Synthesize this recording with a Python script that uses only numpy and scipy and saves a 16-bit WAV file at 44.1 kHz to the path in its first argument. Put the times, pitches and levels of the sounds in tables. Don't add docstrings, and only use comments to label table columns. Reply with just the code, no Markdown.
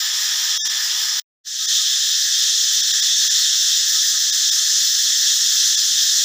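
import sys
import numpy as np
from scipy import signal
from scipy.fft import rfft, irfft, next_fast_len
from scipy.io import wavfile

SR = 44100
rng = np.random.default_rng(int(sys.argv[2]) if len(sys.argv) > 2 else 0)


def unload_wav(signal):
    wavfile.write(
        sys.argv[1],
        SR,
        np.round(np.clip(np.atleast_2d(signal).T, -1, 1) * 32767).astype(np.int16),
    )


N = 275184
TIME = np.arange(N) / SR


# (frequency [Hz], width [Hz], relative level per Hz [dB])
FIRST_RESONANCES = [(499, 27, -34), (898, 116, -24.5), (1010, 150, -24), (1258, 94, -12), (1765, 416, -8),
                    (3480, 710, -1.5), (4280, 600, -7), (5156, 550, -1.5), (5720, 1100, -2.5),
                    (7130, 650, -6.5)]
# (frequency [Hz], relative level per Hz [dB])
FIRST_SNAP_SPECTRUM = [(300, -67.5), (450, -46.5), (700, -33), (1300, -33.5), (2400, -21.5), (6500, -8),
                       (7900, -19), (9200, -26), (15500, -24.5)]


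def first_tree(waver_db):
    rasp = chorus(FIRST_RESONANCES, FIRST_SNAP_SPECTRUM, tilt_db=-0.5, abdomen_db=-0.5, waver_db=1.1)
    top = top_throb(throb_s=.049, rate=5.2, unevenness=.03, depth_db=3.0, vary_db=1.5)
    return from_db(-20.0 + waver_db) * (rasp + from_db(-17.5) * top)


# (time [s], tilt [dB per octave], abdomen gain [dB])
SNAP_EFFORT = [(1.5, 0, 0.5), (2.4, -0.33, 1), (3.6, -0.55, 1.5), (4.1, -0.4, -2), (5.0, -0.05, -0.5),
               (6.2, 0.5, 0)]
# (frequency [Hz], width [Hz], relative level per Hz [dB])
SECOND_RESONANCES = [(1256, 66, -21.5), (1766, 347, -9), (3568, 698, 1), (4310, 860, -4.5), (5126, 534, 1),
                     (5504, 700, 0), (6080, 630, 1.5), (6933, 1090, -2.5)]
# (frequency [Hz], relative level per Hz [dB])
SECOND_SNAP_SPECTRUM = [(900, -56), (1130, -40), (1350, -22), (2300, -55), (6000, -3.5), (7900, -18),
                        (8800, -20.5), (10200, -24), (15500, -26.5)]
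SWELL_END_S, SWELL_DB_PER_S, GAIN_DB_PER_S, TOP_GAIN_DB_PER_S = 1.7, 50, .295, .3
BASS_EDGE_HZ = 1154


def second_tree(waver_db):
    tilt_db, abdomen_db = in_time(SNAP_EFFORT)
    rasp = chorus(SECOND_RESONANCES, SECOND_SNAP_SPECTRUM, tilt_db, abdomen_db, waver_db=1.15)
    top = top_throb(throb_s=4.06, rate=6.1, unevenness=.17, depth_db=2.6, vary_db=1.0)
    since = TIME - SWELL_END_S
    top_db = -21 + TOP_GAIN_DB_PER_S * since
    growth_db = np.minimum(SWELL_DB_PER_S * since, GAIN_DB_PER_S * since)
    cicadas = from_db(-17.5 + growth_db + waver_db) * (rasp + from_db(top_db) * top)
    return signal.sosfilt(signal.butter(14, BASS_EDGE_HZ, "high", fs=SR, output="sos"), cicadas)


ABDOMEN_HZ, TILT_PIVOT_HZ = 3580, 4500


def chorus(resonances, snap_spectrum, tilt_db, abdomen_db, waver_db):
    crack = coloured(snaps(rate=1000, unevenness=.25, size_db=3.0, count=40), snap_spectrum)
    out = crack * from_db(tilt_db + waver_db * drift(16))
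    for hz, width_hz, db in resonances:
        gain_db = db + tilt_db * np.log2(hz / TILT_PIVOT_HZ) + waver_db * drift(21.987)
        if abs(hz - ABDOMEN_HZ) < width_hz / 2:
            gain_db = gain_db + abdomen_db
        ringing = resonate(snaps(rate=480, unevenness=.3, size_db=2.0), hz, width_hz)
        out += from_db(gain_db) * ringing
    return grove(out, scatter_db=-11.5, t60=.15)


def snaps(rate, unevenness, size_db, count=24):
    clicks = np.zeros(N)
    for pace in rate * rng.uniform(.7, 1.3, count):
        gaps_s = np.exp(unevenness * rng.standard_normal(N // 20)) / pace
        at = (np.cumsum(gaps_s) * SR).astype(int)
        sizes = from_db(size_db * rng.standard_normal(len(at)))
        signs = rng.choice([-1, 1], len(at))
        inside = at < N
        clicks[at[inside]] += (sizes * signs)[inside]
    return rms_one(clicks)


def level_waver():
    return 0.27 * drift(14)


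TOP_HZ, TOP_WIDTH_HZ = 15000, 1250


def top_throb(throb_s, rate, unevenness, depth_db, vary_db):
    cycles = (TIME - throb_s) * rate + unevenness * drift(rate)
    gain_db = depth_db * np.cos(2 * np.pi * cycles) + vary_db * drift(2 * rate)
    ringing = resonate(snaps(rate=700, unevenness=0.39, size_db=1.0), TOP_HZ, TOP_WIDTH_HZ)
    return from_db(gain_db) * rms_one(ringing)


# (time [s], half length [s], gain of the sound [dB], gain of the tones [dB])
THIN_MOMENTS = [(.614, .036, -55, 0), (.688, .008, -16, -3), (1.670, .009, -17, 0), (2.822, .007, -15, 3),
                (2.928, .008, -17, 3), (3.014, .008, -16, 3), (3.292, .009, -17, 3), (4.315, .009, -16, 3),
                (4.507, .008, -16, 3), (5.765, .008, -16, 3)]
# (frequency [Hz], relative level [dB])
STAYING_TONES = [(1744, -39), (3348, -30.5), (3612, -30.5), (3763, -36), (5006, -33), (5216, -34.5),
                 (5405, -32.5), (5588, -33.5), (5685, -34), (5798, -32.5), (6083, -33.5), (6266, -33.5),
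                 (7181, -34), (15310, -41.5)]
TONE_GAIN_DB, TONE_STAGGER = 4.5, 0.78
THIN_EDGE_S = .008


def thinned(sound, waver, flicker_db):
    out = sound.copy()
    for s, half_s, sound_db, tone_db in THIN_MOMENTS:
        near = np.abs(TIME - s) < 3 * half_s
        t = TIME[near] - s
        share = np.clip((half_s - np.abs(t)) / THIN_EDGE_S + .5, 0, 1)
        out[near] *= 1 - share + share * from_db(sound_db)
        knot_times = np.linspace(t[0], t[-1], 10)
        for k, (hz, db) in enumerate(STAYING_TONES):
            flicker = np.interp(t, knot_times, rng.standard_normal(10))
            wobble = np.interp(t, knot_times, rng.standard_normal(10))
            late = TONE_STAGGER * (-1) ** k * rng.uniform(.5, 1)
            swell = np.exp(-((t / half_s - late) / .9) ** 4)
            gain = from_db(db + TONE_GAIN_DB + tone_db + flicker_db * flicker)
            phase = 2 * np.pi * (hz * t + rng.random()) + waver * wobble
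            out[near] += gain * swell * np.sin(phase)
    return out


# (first accent [s], time to the second accent [s], relative level [dB])
BIRD_CALLS = [(1.625, .165, -44), (3.955, .195, -43.5)]
WHISTLE_HZ, WHISTLE_SAG_HZ, WHISTLE_SAG_DB, ACCENT_S = 1276, 50, -6, 0.0344
SLUR_DELAY_S, SLUR_S, SLUR_HZ, SLUR_DB = .2, 0.065, 216, -13


def birds():
    whistle = np.zeros(N)
    for s, gap_s, db in BIRD_CALLS:
        bottom_s = s + gap_s + SLUR_DELAY_S
        sag = 1 - hump(s, ACCENT_S) - hump(s + gap_s, ACCENT_S)
        slur = hump(bottom_s, SLUR_S)
        hz = WHISTLE_HZ - WHISTLE_SAG_HZ * sag - SLUR_HZ * slur
        unsteady_hz = hz * (1 + 0.0081 * drift(60))
        nearest_s = np.clip(TIME, s, bottom_s + SLUR_S / 2)
        sounding = hump(nearest_s, ACCENT_S)
        gain = sounding * from_db(db + WHISTLE_SAG_DB * sag + SLUR_DB * slur)
        whistle += gain * np.sin(2 * np.pi * np.cumsum(unsteady_hz) / SR)
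    return np.std(whistle) * grove(whistle, scatter_db=1, t60=.3)


# (time [s], resonance [Hz], level [dB])
SOFT_BUMPS = [(3.92, 115, -69), (3.92, 470, -66), (4.37, 120, -65), (4.46, 160, -75), (4.58, 135, -65.5),
              (6.02, 115, -66)]


def bumps(length_s):
    out = np.zeros(N)
    for s, hz, db in SOFT_BUMPS:
        thud = rms_one(resonate(rng.standard_normal(N), hz, 90))
        out += from_db(db) * hump(s, length_s) * thud
    return out


# (frequency [Hz], relative level per Hz [dB])
RUMBLE_SPECTRUM = [(20, -0.5), (45, 3), (105, 7.5), (170, 3.5), (330, -0.5), (900, 1), (1500, -25)]


def distant_rumble():
    return rms_one(coloured(rng.standard_normal(N), RUMBLE_SPECTRUM))


def grove(x, scatter_db, t60):
    age = TIME[:SR]
    echoes = rng.standard_normal(len(age)) * from_db(-60 * age / t60)
    scattered = signal.fftconvolve(x, echoes / np.linalg.norm(echoes))[:N]
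    return rms_one(x + from_db(scatter_db) * scattered)


def resonate(x, hz, width_hz):
    b, a = signal.iirpeak(hz, hz / width_hz, fs=SR)
    return signal.lfilter(b, a, signal.lfilter(b, a, x))


def coloured(x, spectrum):
    hz, db = np.transpose(spectrum)
    size = next_fast_len(N)
    bins_hz = np.maximum(np.fft.rfftfreq(size, 1 / SR), 1)
    gain = from_db(np.interp(np.log(bins_hz), np.log(hz), db))
    return irfft(rfft(x, size) * gain, size)[:N]


def drift(rate):
    knots = rng.standard_normal(N // 10)
    return np.interp(TIME * rate, np.arange(len(knots)), knots)


def hump(s, width_s, time=TIME):
    return np.exp(-((time - s) / width_s) ** 2)


def in_time(rows):
    s, *columns = np.transpose(rows)
    return [np.interp(TIME, s, column) for column in columns]


def from_db(db):
    return 10 ** (np.asarray(db) / 20)


def rms_one(x):
    return x / np.sqrt(np.mean(x ** 2) + 1e-20)


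FIRST_END_S, SECOND_START_S, FADE_IN_S = 1.1984, 1.437, 0.036


def scene():
    waver_db = level_waver()
    first = first_tree(waver_db)
    second = second_tree(waver_db)
    at_first = from_db(np.interp(TIME - FIRST_END_S, [0, .001, .02, .03], [0, -23, -33, -120]))
    at_second = np.clip((TIME - SECOND_START_S) / FADE_IN_S, 0, 1) ** 2
    rumble = distant_rumble()
    mix = at_first * (first + from_db(-68) * rumble)
    mix += at_second * (second + from_db(-71) * rumble + bumps(length_s=0.042) + birds())
    return np.tile(thinned(mix, waver=1.4, flicker_db=3.5), (2, 1))


def record(dry):
    return signal.sosfilt(signal.ellip(14, .1, 80, 15520, fs=SR, output="sos"), dry)


dry = scene()
out = record(dry)
unload_wav(out)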